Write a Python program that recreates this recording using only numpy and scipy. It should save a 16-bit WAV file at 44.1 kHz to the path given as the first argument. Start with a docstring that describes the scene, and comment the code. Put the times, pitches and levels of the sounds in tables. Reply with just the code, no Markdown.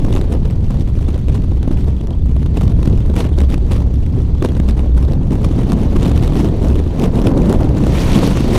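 """Freefall wind tears past a helmet camera, made from random noise shaped in colour and level.
Large eddies buffet the microphone port with a deep rumble, a throb, a slow heave and a lumpy churn.
Smaller eddies break at the port's edge in sputtering gusts and bursts of roar and hiss, over an even hiss.
The housing's cavity adds short pips, made from fading sine waves.
The camera's gain control narrows the loudness range and rounds off the peaks."""
import sys
import numpy as np
from scipy import signal
from scipy.fft import rfft, irfft, next_fast_len
from scipy.io import wavfile
from scipy.ndimage import uniform_filter1d, map_coordinates

SR = 44100
rng = np.random.default_rng(int(sys.argv[2]) if len(sys.argv) > 2 else 0)


def master_out(mix):
    """Clip the mix to full scale and print it as 16-bit PCM to the path in sys.argv[1]."""
    frames = np.transpose(np.atleast_2d(mix))
    ceiling = np.clip(frames, -1, 1)
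    pcm = np.round(ceiling * 32767).astype(np.int16)
    wavfile.write(sys.argv[1], SR, pcm)


N = 378378

# the airstream between gusts: (time [s], even hiss level [dB], roar level before gusts and drift [dB])
AIRFLOW = [(0.0, -51, -28), (0.5, -54, -31), (1.2, -53.5, -32), (1.86, -53, -32), (2.05, -58, -36),
           (2.87, -51.5, -29), (3.32, -53, -33), (3.68, -51, -28), (4.1, -56, -34), (4.61, -50, -27),
           (4.9, -52.5, -28), (5.27, -54.5, -29), (5.49, -48, -24.5), (6.16, -46, -22), (6.45, -48, -24),
           (6.9, -49.5, -26), (7.38, -49, -18), (7.75, -47, -22), (8.1, -31.5, -17.5), (8.3, -35, -17.5),
           (8.58, -40.5, -22)]


def amp(db):
    """Turn a level in dB into a gain."""
    return 10 ** (np.asarray(db) / 20)


def unit(x):
    """Scale x to an average strength (rms) of 1."""
    return x / np.sqrt(np.mean(x ** 2) + 1e-20)


def curves(rows):
    """Draw straight lines between the rows: one value per sample for each column after the time."""
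    s, *columns = np.transpose(rows)
    return [np.interp(np.arange(N) / SR, s, column) for column in columns]


def wobble(rate):
    """Draw a smooth random curve through `rate` random points a second."""
    knots = rng.standard_normal(N // 20)
    return map_coordinates(knots, [np.arange(N) * rate / SR])


def filtered(x, response):
    """Multiply each frequency of x by response(frequency in Hz)."""
    m = next_fast_len(N + 8192)  # spare room keeps the end from wrapping round to the start
    spectrum = rfft(x, m) * response(np.fft.rfftfreq(m, 1 / SR))
    return irfft(spectrum, m)[..., :N]


def rush(spectrum, patchy_db):
    """Moving air: noise of rms 1 in a (Hz, dB) colour, with random louder and softer patches."""
    z = signal.stft(rng.standard_normal(N), nperseg=256)[2]
    # smooth random gains, first across frequency and then across time
    field = uniform_filter1d(rng.standard_normal(z.shape), size=8, axis=0)
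    field = uniform_filter1d(field, size=4, axis=1)
    noise = signal.istft(z * amp(patchy_db * unit(field)), nperseg=256)[1][:N]
    hz, db = np.transpose(spectrum)
    return unit(filtered(noise, lambda f: amp(np.interp(np.log(f + 1), np.log(hz + 1), db))))


def buffet():
    """Big eddies push the diaphragm; part of them is shed at a loose, wandering rate and throbs."""
    # the deep buffeting before random drift: (time [s], rumble level [dB], throb level [dB])
    buffet_levels = [(0.0, -12, -18), (0.4, -15.5, -24), (1.17, -14.5, -19), (1.55, -16.5, -21),
                     (1.85, -13.5, -14), (2.0, -20, -24), (2.34, -13, -12), (2.95, -12, -25),
                     (3.25, -14.5, -13), (3.7, -15, -14), (4.2, -14.5, -19), (4.6, -14.5, -16),
                     (5.07, -14, -14), (5.2, -13, -36), (5.6, -12.5, -25), (5.95, -12, -21),
                     (6.2, -14, -15), (6.45, -15, -27), (6.72, -12, -11), (6.91, -22, -23),
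                     (7.3, -13.5, -28), (7.55, -13, -26), (7.87, -19, -20), (8.15, -15, -28),
                     (8.58, -14, -24)]
    # colour of the rumble: (frequency [Hz], relative level [dB])
    rumble_colour = [(8.8, -36), (15, -3), (65, -4), (120, -8), (157, -12.5), (286, -23.5), (332, -33),
                     (373, -28), (500, -42.5), (650, -62), (1100, -120)]
    # vortices shed at a loose rate: (middle rate [Hz], width [Hz])
    shedding = (67, 13.2)
    rumble_db, throb_db = curves(buffet_levels)
    center, width = shedding

    # two slow noises steer the strength and timing of the throb
    slow = filtered(rng.standard_normal((2, N)), lambda f: 1 / (1 + (2 * f / width) ** 2))
    phase = 2 * np.pi * np.cumsum(center * (1 + 0.0699 * wobble(4))) / SR
    throb = unit(slow[0] * np.cos(phase) + slow[1] * np.sin(phase))
    throb = amp(throb_db + 1.5 * wobble(5)) * throb

    rumble_gain = amp(rumble_db + 1.3 * wobble(11) + 1.2 * wobble(3))
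    return rumble_gain * rush(rumble_colour, patchy_db=0.3) + throb


def gusts(lingers):
    """Level in dB of the gusts alone: each climbs to its crest and sinks back, `lingers` times as slowly."""
    # gusts on the port: (time [s], crest of the hiss [dB], rise per 10 dB [s], fall per 10 dB of hiss [s])
    gust_rows = [(.0, -43, .03, .05), (.16, -42, .3, .11), (.33, -38.5, .036, .023), (.46, -48, .04, .2),
                 (.74, -47.5, .3, .2), (.88, -50, .1, .1), (1.0, -46.5, .11, .3), (1.29, -41, .013, .03),
                 (1.36, -39.5, .06, .026), (1.72, -42.5, .02, .035), (1.79, -46, .15, .24),
                 (2.34, -50.5, .23, .5), (2.58, -43.5, .05, .2), (2.87, -42, .095, .075),
                 (2.96, -46, .036, .13), (3.09, -46.5, .1, .05), (3.185, -32, .03, .06),
                 (3.4, -39, .04, .05), (3.53, -36.5, .035, .023), (3.73, -37.5, .045, .09),
                 (4.04, -47, .11, .08), (4.18, -48.5, .09, .25), (4.44, -41.5, .03, .11),
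                 (4.71, -44.5, .17, .03), (4.78, -43.5, .02, .07), (4.97, -43, .03, .2),
                 (5.33, -37.5, .024, .054), (5.45, -38.5, .023, .025), (5.64, -42, .3, .03),
                 (5.72, -38.5, .055, .04), (5.82, -40, .08, .08), (5.98, -40.5, .075, .2),
                 (6.09, -36, .2, .033), (6.16, -38.5, .016, .08), (6.24, -37, .04, .1),
                 (6.4, -33, .085, .08), (6.69, -37.5, .1, .04), (6.79, -43, .15, .08),
                 (7.05, -35, .07, .03), (7.18, -36.5, .05, .045), (7.26, -34, .036, .055),
                 (7.55, -38.5, .3, .16), (7.77, -40.5, .03, .12), (7.96, -29.5, .11, .4),
                 (8.16, -24, .1, .05), (8.24, -28, .065, .18), (8.54, -27, .04, .3)]
    t = np.arange(0, N / SR, .001)
    lines = []
    for s, db, rise, fall in gust_rows:
        lines.append(db - 10 * np.maximum((s - t) / rise, (t - s) / (fall * lingers)))
    return np.interp(np.arange(N) / SR, t, np.max(lines, axis=0))


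def crackle(count, spread_db, length):
    """Power over time of tiny random bursts, many weak and a few strong; length in s."""
    draw = rng.random((count, 2))
    strength = amp(-2 * spread_db * np.log(draw[:, 1] + 0.0018))
    spikes = np.bincount((draw[:, 0] * N).astype(int), strength, N)
    t = np.arange(-200, 201) / SR
    smeared = np.convolve(spikes, np.exp(-(t / length) ** 2), "same")
    return smeared / smeared.mean()


def bursts(hiss_db, depth, count):
    """Power over time of spray and roar: eddies swell and die in a few ms, the roar more slowly."""
    # the loudest eddies bursting on the port:
    # (time [s], spray level without its tick [dB], roar over spray [dB], length scale [ms])
    loud_bursts = [(.049, -32, 20, 2.1), (.084, -40.5, 24, 1.4), (.128, -29, 5, 2.9), (.164, -29, 17, 1.6),
                   (.1734, -29.5, 15, 2.2), (.214, -29, 12, 1.4), (.325, -31, 8, 4),
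                   (.3494, -44.5, 24, 2.4), (.454, -35, 17, 3.2), (.707, -34, 18, 3.1),
                   (.744, -37.5, 18, 1.5), (.9542, -40, 13, 1.6), (.974, -42.5, 20, 1.8),
                   (1.087, -35.5, 16, 4.9), (1.1791, -39, 11, 1.4), (1.285, -32.5, 14, 2),
                   (1.379, -37.5, 8, 1.4), (1.443, -40, 16, 4.1), (1.519, -42, 22, 2.6),
                   (1.6305, -33.5, 16, 1.9), (1.6793, -38.5, 23, 2), (1.7144, -34.5, 18, 2.6),
                   (1.884, -39.5, 19, 5), (2.013, -38.5, 16, 1.5), (2.26, -38.5, 16, 1.8),
                   (2.366, -33.5, 17, 1.7), (2.4625, -37, 19, 2.8), (2.574, -30, 17, 4),
                   (2.6117, -30, 15, 1.7), (2.619, -31.5, 13, 1.4), (2.636, -34, 15, 3.3),
                   (2.6797, -34, 15, 2.2), (2.7211, -36.5, 13, 2), (2.792, -41, 21, 4.1),
                   (2.83, -33.5, 12, 1.4), (2.8766, -27, 16, 1.8), (2.977, -35, 18, 1.5),
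                   (3.1, -37, 15, 2.5), (3.1654, -26, 10, 2.8), (3.206, -27.5, 12, 3.8),
                   (3.252, -36.5, 22, 2.4), (3.387, -26.5, 14, 1.7), (3.405, -26, 9, 2),
                   (3.416, -31.5, 17, 2.2), (3.4362, -33.5, 16, 3.1), (3.502, -32.5, 10, 1.2),
                   (3.5135, -31.5, 11, 1), (3.5435, -31.5, 15, 1.7), (3.58, -34.5, 19, 1.5),
                   (3.7196, -27.5, 12, 5.5), (3.734, -28.5, 7, 1.2), (3.7648, -30.5, 15, 1.9),
                   (3.942, -36, 0, 1.8), (4.4256, -29.5, 18, 2.6), (4.4494, -25.5, 16, 3.8),
                   (4.46, -32, 19, 3.1), (4.521, -36, 14, 1.5), (4.5692, -37, 22, 3.2),
                   (4.601, -32.5, 22, 2.1), (4.689, -28.5, 14, 2), (4.6977, -30, 13, 3.4),
                   (4.794, -34, 17, 2.1), (4.979, -30.5, 12, 2.8), (5.028, -32.5, 16, 1.2),
                   (5.1354, -35.5, 14, 1.7), (5.3203, -34, 14, 1.4), (5.447, -25.5, 14, 2.7),
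                   (5.589, -35.5, 20, 1.7), (5.701, -32, 15, 2.3), (5.733, -28.5, 16, 2.3),
                   (5.965, -27.5, 15, 5.2), (6.011, -30.5, 16, 1.3), (6.03, -24.5, 11, 1.9),
                   (6.057, -25.5, 16, .9), (6.117, -30.5, 15, 3.2), (6.162, -27.5, 7, 2.2),
                   (6.178, -27.5, 9, 2.1), (6.227, -28.5, 14, 1.3), (6.236, -30, 9, 2.1),
                   (6.278, -27.5, 9, 1.8), (6.3555, -27, 14, 1.2), (6.3938, -30.5, 14, 3.3),
                   (6.447, -30, 13, 2), (6.488, -34.5, 13, 1.8), (6.7023, -32.5, 12, 1.7),
                   (6.7564, -30, 13, 1.4), (6.801, -39, 24, 2.4), (6.992, -38, 22, 1.8),
                   (7.0393, -26.5, 17, 2.4), (7.157, -30, 12, 2), (7.1885, -32.5, 18, 2.6),
                   (7.2705, -21, 11, 2.4), (7.2829, -28.5, 15, 1.3), (7.319, -37.5, 25, 1.3),
                   (7.3772, -31.5, 16, 3.4), (7.402, -36.5, 21, 1.9), (7.419, -30, 13, 1.8),
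                   (7.497, -26.5, 18, 3.7), (7.55, -33.5, 18, 1.6), (7.608, -32.5, 23, 3.7),
                   (7.782, -32, 13, 4.2), (7.8396, -30.5, 17, 2.7), (7.868, -25.5, 19, 1),
                   (8.373, -27, 12, 4.6), (8.407, -25.5, 14, 2)]
    spray, roar = np.zeros(N + SR), np.zeros(N + SR)
    t = np.arange(-800, 801) / SR

    # small bursts at random times, with the same columns
    draw = rng.random((count, 4))
    when = (draw[:, 0] * N).astype(int)
    small_db = hiss_db[when] + depth[when] * (2 + 7 * draw[:, 1])
    small_roar_db = 7 + 12 * draw[:, 3]
    small_ms = 1.9 * (.5 + draw[:, 2])
    small = np.c_[when / SR, small_db, small_roar_db, small_ms]

    for s, db, roar_db, ms in np.r_[small, loud_bursts]:
        start = max(round(s * SR) - 800, 0)
        at = slice(start, start + len(t))
        length = ms / 1000
        swell = np.exp(-np.abs(t / (0.66 * length)) ** 1.23)
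        tick = 1.08 * np.exp(-(t / 0.00032) ** 2)  # a sharp tick at the crest
        spray[at] += amp(2 * db) * (swell + tick)  # doubling the dB turns a gain into a power
        roar[at] += amp(2 * (db + roar_db)) * np.exp(-(t / (1.43 * length)) ** 2)
    return spray[:N], roar[:N]


def stream():
    """Small eddies sputter at the port; roar and hiss share gusts and sputter, evening out in strong flow."""
    # colour of the hiss through the housing: (frequency [Hz], relative level [dB])
    hiss_colour = [(590, -8), (1000, 3), (1430, -9), (1840, -2.5), (2730, -5), (2960, -3.5), (4960, -11),
                   (5640, -9), (6860, -14.5), (10100, -15.5), (10900, -20), (12200, -20.5), (13200, -21.5),
                   (14700, -22), (15700, -35)]
    # colour of the bursts' brighter hiss: (frequency [Hz], relative level [dB])
    spray_colour = [(590, -24), (1000, 0), (1950, -14), (2730, -8), (3240, -13.5), (3590, -9),
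                    (4320, -17.5), (9580, -21.5), (11400, -26.5), (14200, -31), (15700, -42)]
    # colour of the roar: (frequency [Hz], relative level [dB])
    roar_colour = [(59, -44), (100, -2.5), (172, -0.5), (281, -3), (384, -7.5), (466, -10.5), (987, -25),
                   (1330, -33.5), (2200, -45.5), (2860, -85), (4840, -120)]
    flow_db, roar_db = curves(AIRFLOW)
    calm_db = flow_db - 1.2  # sputtering hiss between gusts, set from the even hiss
    hiss_db = np.maximum(calm_db + 1.2 * wobble(14), gusts(1))

    # the roar rises .6 dB per dB of gust and sinks more slowly than the hiss
    gust_lift_db = np.maximum(gusts(1.5) - calm_db, 0)
    roar_db = roar_db + .6 * gust_lift_db + 1.5 * wobble(12)

    depth = np.interp(flow_db, [-50, -40], [1, .45])  # less sputter in a strong flow
    sputter_db = depth * (0.66 * wobble(40) + 2.0 * wobble(110) + 2.3 * wobble(260))
    spray_burst, roar_burst = bursts(hiss_db, depth, count=200)
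    share = np.clip(0.33 * depth, 0, 1)  # part of the hiss power that crackles
    spits = 1 - share + share * crackle(count=500, spread_db=3.0, length=0.00041)

    # square roots turn power into gain
    hiss = amp(hiss_db + sputter_db) * np.sqrt(spits) * rush(hiss_colour, patchy_db=2.0)
    spray = np.sqrt(spray_burst) * amp(1.6 * wobble(500)) * rush(spray_colour, patchy_db=2.0)
    roar_power = amp(2 * (roar_db + 0.82 * sputter_db)) + roar_burst
    roar = np.sqrt(roar_power) * rush(roar_colour, patchy_db=1.22)
    return hiss + spray + roar


def even_hiss():
    """Air streaming over helmet and suit gives a smooth hiss that never stops."""
    # colour of the even hiss: (frequency [Hz], relative level [dB])
    calm_colour = [(590, -30), (1000, -6.5), (1740, -9), (3510, -10.5), (4580, -11), (5140, -21.5),
                   (6110, -16), (7260, -23), (13200, -36), (14500, -36), (15700, -46)]
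    level_db = curves(AIRFLOW)[0]
    return amp(level_db) * rush(calm_colour, patchy_db=2.5)


def heave():
    """The largest eddies press slowly on the port: very low noise with a drifting level."""
    # the slowest heave of the air before random drift: (time [s], level [dB])
    heave_levels = [(0.0, -18), (0.5, -16), (1.3, -24), (2.03, -28), (3.68, -21.5), (4.44, -27),
                    (5.93, -29), (7.33, -24), (8.58, -25)]
    # colour of the heave: (frequency [Hz], relative level [dB])
    heave_colour = [(10, -11.5), (30, 0.5), (45, -4.5), (60, -40), (100, -120)]
    level_db, = curves(heave_levels)
    return amp(level_db + 2.5 * wobble(12)) * rush(heave_colour, patchy_db=0.3)


def churn():
    """Middling eddies give a lumpy low roll between rumble and roar."""
    # the churn before random drift: (time [s], level [dB])
    churn_levels = [(0, -40), (2.8, -36), (3.8, -28), (5.1, -29), (5.7, -21), (6.1, -28), (6.9, -30),
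                    (7.4, -22), (7.85, -18), (8.05, -29), (8.58, -29)]
    # colour of the churn: (frequency [Hz], relative level [dB])
    churn_colour = [(70, -40), (120, -3), (190, 0), (280, -6), (420, -30), (700, -120)]
    level_db, = curves(churn_levels)
    return amp(level_db + 2.5 * wobble(9)) * rush(churn_colour, patchy_db=0.8)


def pips():
    """The cavity rings briefly now and then as a fading sine; faint pips come at random."""
    # short pips of the cavity: (time [s], level before fade-in and fade-out [dB], pitch [Hz])
    clear_pips = [(0.9732, -43.5, 3040), (1.1363, -39.5, 3250), (1.1882, -45.5, 3580),
                  (1.3024, -42.5, 3370), (1.9669, -42.5, 3360), (2.1335, -35.5, 3220),
                  (2.1854, -45.5, 3490), (2.2194, -41.5, 3560), (3.0235, -40.5, 3190),
                  (3.3253, -43.5, 3560), (3.3368, -36.5, 3260), (3.3514, -39.5, 3630),
                  (3.9414, -39.5, 3530), (4.4094, -33.5, 3460), (4.492, -35.5, 3300)]
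    out, t = np.zeros(N + SR), np.arange(SR // 12) / SR
    chance = rng.random((120, 3))
    faint = np.c_[chance[:, 0] * N / SR, -48.5 + 8 * chance[:, 1], 3150 + 550 * chance[:, 2]]
    for s, db, hz in np.r_[clear_pips, faint]:
        fade_out = amp(db - 60 * t / .03)  # falls 60 dB in .03 s
        fade_in = 1 - np.exp(-t / 0.00095)
        out[round(s * SR):][:len(t)] += fade_out * fade_in * np.sin(2 * np.pi * hz * t)
    return out[:N]


def scene():
    """Add up all the sounds that arrive at the one port."""
    return (buffet() + stream() + even_hiss() + heave() + churn() + pips())[None]


def record(dry):
    """Gain control evens out loud and soft, the peaks round off, nothing passes above the band limit."""
    ceiling, top_hz = .93, 15830  # ceiling of the rounding, where full scale is 1; band limit in Hz
    power = np.abs(uniform_filter1d(dry ** 2, size=2000, axis=1)) + 1e-9  # mean over 2000 samples
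    held = dry * (power / amp(2 * -11.6)) ** -.15  # gain is 1 at -11.6 dB
    rounded = held / (1 + np.abs(held / ceiling) ** 6) ** (1 / 6)
    return filtered(rounded, lambda hz: hz < top_hz)


dry = scene()
out = record(dry)
master_out(out)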